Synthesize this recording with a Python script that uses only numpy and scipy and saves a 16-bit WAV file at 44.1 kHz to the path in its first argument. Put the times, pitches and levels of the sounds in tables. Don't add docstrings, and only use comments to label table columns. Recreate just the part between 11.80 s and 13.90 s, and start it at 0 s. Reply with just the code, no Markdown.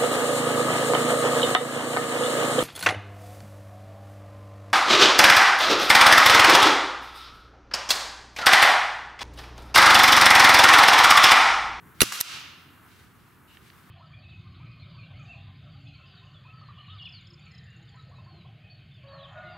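import sys
import numpy as np
from scipy import signal
from scipy.fft import rfft, irfft, next_fast_len
from scipy.io import wavfile
from scipy.ndimage import map_coordinates

SR = 44100
rng = np.random.default_rng(int(sys.argv[2]) if len(sys.argv) > 2 else 0)


def dump(signal):
    limited = np.clip(np.atleast_2d(signal).T, -1, 1)
    pcm = np.round(limited * 32767).astype(np.int16)
    wavfile.write(sys.argv[1], SR, pcm)


def undo_db(level):
    steps = np.asarray(level, float) / 20
    return 10 ** steps


N = 92610
T = np.arange(N) / SR

# (start [s], level [dB], t60 [s], left-right difference [dB])
HAMMER_BURSTS = [
    (.2060, -10, 0.0085, -10.5),
    (.2074, -25.5, 0.018, -2.5),
    (.2105, -28, 0.047, -21.5),
    (.2020, -50, .05, -6),
]
BLAST_BURSTS = [
    (.2160, -10.5, 0.02, -1),
    (.2172, -11.5, 0.016, -1),
    (.2209, -12.5, 0.007, 2.5),
    (.2238, -21.5, 0.03, 2.5),
    (.2306, -17, 0.024, -3),
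    (.2380, -29.5, 0.15, -2.5),
]
PELLET_BURSTS = [
    (.3188, -20, .07, 1),
    (.3230, -10, .014, 1),
    (.3325, -24, .02, 1),
]
TRIGGER_BURSTS = [
    (.4015, -25, 0.022, 1.5),
    (.4040, -14, 0.016, -1.5),
    (.4101, -2.5, 0.0044, -12),
    (.4110, -8.5, 0.018, -1.5),
    (.4065, -20, 0.033, 0),
    (.4208, -25, .03, 0),
]
STOP_TICKS = [
    (1.7716, -56, .03, -3),
    (1.9003, -50, .01, -2),
    (1.9016, -44, .01, -2),
]
SEEP_BURSTS = [
    (.236, -34.5, 0.71, 0.5),
    (.33, -36, 0.44, 0),
]

# (frequency [Hz], density [dB per Hz])
HAMMER_SPECTRUM = [(600, -16), (1700, -2), (3600, -2.5), (6400, -12), (7600, -7), (10000, -5), (13500, -15),
                   (16400, -34)]
BLAST_SPECTRUM = [(500, -16.5), (900, -20.5), (1400, -0.5), (3300, -6), (5000, -2), (7500, -9.5),
                  (11000, 0.5), (16400, -14)]
PELLET_SPECTRUM = [(300, -14), (650, -14), (1150, 0), (3000, -6), (8000, -5), (10000, -16), (14500, -16),
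                   (16400, -40)]
TRIGGER_SPECTRUM = [(800, -25), (1700, -7), (2800, -4.5), (6000, -4), (9000, -4), (13000, -1.5),
                    (15800, -21), (16500, -34)]
TICK_SPECTRUM = [(1000, -22), (1700, 4), (2400, 2), (3200, -5), (5000, -10), (5800, -18), (9000, -56.5)]
SEEP_SPECTRUM = [(6000, -14), (10000, 1.5), (13000, -2.5), (15700, -9.5), (15900, -50)]

# (time [s], peak [dB], left-right difference [dB])
CONTACTS = [
    (.2163, -2, -6),
    (.2172, 3, 4),
    (.2212, 0, 8),
    (.2310, -6, -2),
    (.3236, -2, 1),
    (.4047, -3, 0),
    (.4102, 7, -6),
    (.4114, 4, -6),
]
# (frequency [Hz], level [dB])
CONTACT_SPECTRUM = [(1500, -10), (3000, 0), (12000, 0), (16000, -8)]

# (start [s], frequency [Hz], level [dB], t60 [s], left-right difference [dB])
PART_MODES = [(.2060, 3600, -6, .0045, -18), (.2061, 4500, -10, .006, -12), (.2062, 2100, -17, .008, -12),
              (.2064, 1400, -17, .009, -10), (.2070, 7540, -18, .012, 4), (.2085, 9900, -16, .013, -2),
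              (.2105, 9950, -16, .03, -18), (.2120, 13500, -22, .012, 0), (.2090, 3900, -24, .05, -14),
              (.2176, 2790, -8, .02, 0), (.21975, 2790, -9, .016, 2), (.2163, 5950, -4.5, .013, 3),
              (.2161, 3980, -5, .013, -8), (.2170, 1960, -17, .03, 0), (.2165, 9850, -15, .02, 0),
              (.2200, 10900, -19, .03, -5), (.2306, 5950, -15, .012, 0), (.2306, 5200, -18, .012, 0)]
LATE_MODES = [(.2420, 2790, -24, .2, 0), (.3190, 1150, -22, .08, 0), (.3480, 1250, -32, .15, 0),
              (.3680, 1400, -33, .15, 0), (.4038, 8300, -19, .012, 0), (.4042, 12000, -19, .01, 0),
              (.4066, 8400, -19, .025, 0), (.4055, 4200, -19, .015, 0), (.4101, 12900, -3, .008, -4),
              (.4108, 5600, -5, .008, -3), (.4108, 10500, -8, .008, -3), (.4112, 1900, -13, .014, -2),
              (.4115, 3900, -10, .01, -2), (1.7712, 3100, -33, .008, -3), (1.7722, 2800, -31, .005, -3),
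              (1.7712, 1800, -33, .009, -3), (1.7722, 2300, -32, .005, -3), (1.9003, 3000, -43, .006, -2),
              (1.9017, 1850, -36, .006, -2), (1.9017, 2900, -37, .005, -2), (1.9015, 3800, -42, .005, -2),
              (1.9015, 4500, -40, .005, -2)]
AIR_MODES = [
    (.2187, 385, -8, .018, -6),
    (.2313, 300, -7.5, .017, -5),
    (.4085, 110, -32, .04, 0),
    (.2190, 290, -15, .03, -2),
    (.2330, 115, -30, .22, 2),
    (.2600, 200, -37, .4, 0),
    (.2400, 307, -37, .2, -2),
]
WALL_MODES = [
    (.2175, 560, -19, .02, -5),
    (.2165, 1370, -11, .022, -3),
    (.2245, 1300, -15, .025, 0),
    (.2306, 1200, -16, .02, -2),
]

# (start [s], length [s], level [dB])
RUB_STROKES = [
    (0.14, .18, -58),
    (.22, .2, -36.5),
    (0.2, 0.64, -68.5),
    (1.05, 0.29, -59),
    (1.3, 0.357, -66),
    (1.67, 0.12, -64.5),
    (1.66, .7, -63),
    (1.816, 0.11, -66),
]
# (frequency [Hz], density [dB per Hz])
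RUB_SPECTRUM = [(800, -23), (1400, 4), (2850, 1.5), (4000, -1.5), (7000, -9.5), (11500, -10.5),
                (15500, -17.5)]
# (frequency [Hz], half width [Hz], level [dB])
CREAK_MODES = [(2800, 200, -61.5), (3830, 180, -70), (11460, 120, -70)]

# (time [s], level [dB])
HALL_BLOWS = [
    (0.219, -19.5),
    (.325, -23),
    (0.416, -34),
]
# (frequency [Hz], t60 [s])
HALL_DECAY = [(200, .8), (700, 0.89), (1400, 0.92), (3000, 1.0), (6000, 0.7), (12000, 0.26)]
# (frequency [Hz], level [dB])
HALL_SPECTRUM = [(250, -17), (800, -15), (1250, -2.5), (1800, -6.5), (2500, -3.5), (6000, -5), (14600, -13),
                 (15300, -47)]

# (frequency [Hz], density [dB per Hz])
HUM_SPECTRUM = [(15, -68), (35, -20), (81, -2), (162, -2), (220, -7.5), (295, -7.5), (436, -14.5),
                (700, -29.5), (910, -55.5), (1540, -120)]
# (frequency [Hz], density [dB per Hz])
HISS_SPECTRUM = [(650, -14.5), (900, -9), (1300, -4.5), (2500, -18), (5000, -31.5), (12000, -24),
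                 (15700, -22.5), (15900, -73.5)]
# (frequency [Hz], left-right likeness [1])
AIR_LIKENESS = [(60, 0.85), (240, 0.7), (950, 0.87), (3770, 0.68), (5700, 0.93), (9000, .95), (12000, .75),
                (15000, 0.73)]
# (time [s], level [dB])
GAIN_CURVE = [
    (.2, 0),
    (.224, -1),
    (.245, -13),
    (.33, -11),
    (.405, -8),
    (.421, -14.5),
    (.5, -5),
    (.54, 0),
]


def unit(x):
    return x / np.sqrt(np.mean(x ** 2) + 1e-20)


def along(points, hz):
    f, v = np.transpose(points)
    return np.interp(np.log(hz + 1), np.log(f + 1), v)


def closed(points):
    first_hz, first_db = points[0]
    extended = [(first_hz / 2, first_db - 40)] + list(points)
    return lambda hz: undo_db(along(extended, hz))


def wobble(rate):
    knots = rng.standard_normal(int(N * rate / SR) + 4)
    return map_coordinates(knots, [T * rate])


def filtered(x, response):
    m = next_fast_len(N + 8192)
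    spectrum = rfft(x, m) * response(np.fft.rfftfreq(m, 1 / SR))
    return irfft(spectrum, m)[..., :N]


def pair(response, alike):
    def mid_side(hz):
        turn = np.arccos(np.clip(along(alike, hz), -1, 1)) / 2
        return response(hz) * [np.cos(turn), np.sin(turn)]
    mid, side = filtered(rng.standard_normal((2, N)), mid_side)
    return unit(np.array([mid + side, mid - side]))


def sides(pan_db):
    return undo_db(np.array([[pan_db / 2], [-pan_db / 2]]))


def struck(start, t60, attack):
    t = np.maximum(T - start, 0)
    return (1 - np.exp(-t / attack)) * undo_db(-60 * t / t60)


def bursts(rows, spectrum, alike, attack):
    shape = sum(undo_db(db) * sides(pan_db) * struck(s, t60, attack) for s, db, t60, pan_db in rows)
    ragged = undo_db(1.5 * wobble(1500))
    return shape * ragged * pair(closed(spectrum), [(1000, alike)])


def ringing(rows, attack, lag_s=0):
    late = np.array([[0], [lag_s]])
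    total = 0
    for s, hz, db, t60, pan_db in rows:
        tone = np.sin(2 * np.pi * hz * (T - s - late))
        total = total + undo_db(db) * sides(pan_db) * struck(s + late, t60, attack) * tone
    return total


def muzzle_blast():
    return bursts(BLAST_BURSTS, BLAST_SPECTRUM, .7, .0002)


def gas_puff():
    start, hz = .2160, 125
    push = struck(start, .042, .001) * np.sin(2 * np.pi * hz * (T - start))
    return undo_db(-9) * push * [[1], [-.6]]


def hammer():
    return bursts(HAMMER_BURSTS, HAMMER_SPECTRUM, .8, .00015)


def trigger_reset():
    return bursts(TRIGGER_BURSTS, TRIGGER_SPECTRUM, 0.43, 0.000068)


def contact_cracks():
    spikes = np.zeros((2, N))
    for s, db, pan_db in CONTACTS:
        spikes[:, round(s * SR)] = -undo_db(db) * sides(pan_db)[:, 0]
    return filtered(spikes, closed(CONTACT_SPECTRUM))


def ringing_parts():
    return ringing(PART_MODES, .0004) + ringing(LATE_MODES, 0.00083)


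def carton():
    rebound = bursts(PELLET_BURSTS, PELLET_SPECTRUM, 0.98, .0008)
    wall = ringing(WALL_MODES, 0.00074, lag_s=.00027)
    return rebound + ringing(AIR_MODES, 0.00053) + wall


def gas_seep():
    return bursts(SEEP_BURSTS, SEEP_SPECTRUM, 0.95, .004)


def cylinder_stop():
    return bursts(STOP_TICKS, TICK_SPECTRUM, 0.61, 0.00015)


def stroke(start, length):
    phase = np.clip((T - start) / length, 0, 1) ** .75
    return np.sin(np.pi * phase) ** .9


def resonance(hz, width):
    return lambda f: width * width / ((f - hz) ** 2 + width * width)


def rubbing():
    strokes = sum(undo_db(db) * stroke(s, length) for s, length, db in RUB_STROKES)
    rub = strokes * pair(closed(RUB_SPECTRUM), [(1000, 0.58)])
    creak = sum(undo_db(db) * pair(resonance(hz, width), [(1000, 0.36)]) for hz, width, db in CREAK_MODES)
    return undo_db(0.92 * wobble(60)) * (rub + stroke(1.67, .115) * creak)


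def hall():
    tube_hz, tube_width_hz, tube_lift = 2790, 35, .9
    build_s = .006

    def colour(f):
        tube = tube_lift / (1 + ((f - tube_hz) / tube_width_hz) ** 2)
        return closed(HALL_SPECTRUM)(f) * (1 + tube)

    hz, t, z = signal.stft(pair(colour, [(1000, .6)]), SR, nperseg=128)
    t60 = along(HALL_DECAY, hz)[:, None]
    power = 0
    for s, db in HALL_BLOWS:
        since = np.maximum(t - s, 0)
        power = power + (undo_db(db - 60 * since / t60) * (1 - np.exp(-since / build_s))) ** 2
    tail = signal.istft(z * np.sqrt(power), SR, nperseg=128)[1][:, :N]
    return sides(-1) * tail


def ventilation():
    hum_level = undo_db(-56.5 + 1.1 * wobble(12) + 1.2 * wobble(0.67))
    hum = hum_level * pair(closed(HUM_SPECTRUM), AIR_LIKENESS)
    hiss_level = undo_db(-59.5 + 0.82 * wobble(3.4) + 1.6 * wobble(17))
    return hum + hiss_level * pair(closed(HISS_SPECTRUM), AIR_LIKENESS)


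def scene():
    gun = muzzle_blast() + gas_puff() + hammer() + trigger_reset() + contact_cracks() + ringing_parts()
    small = gas_seep() + cylinder_stop() + rubbing()
    return gun + carton() + small + hall() + ventilation()


def band_limit(x):
    return signal.sosfilt(signal.butter(12, 16530, fs=SR, output="sos"), x)


def record(dry):
    clip_top, clip_hardness = 1.03, 8
    x = dry * undo_db(np.interp(T, *np.transpose(GAIN_CURVE)))
    x = x / (1 + np.abs(x / clip_top) ** clip_hardness) ** (1 / clip_hardness)
    x = filtered(x, lambda hz: hz < 16500)
    return band_limit(x)


dry = scene()
out = record(dry)
dump(out)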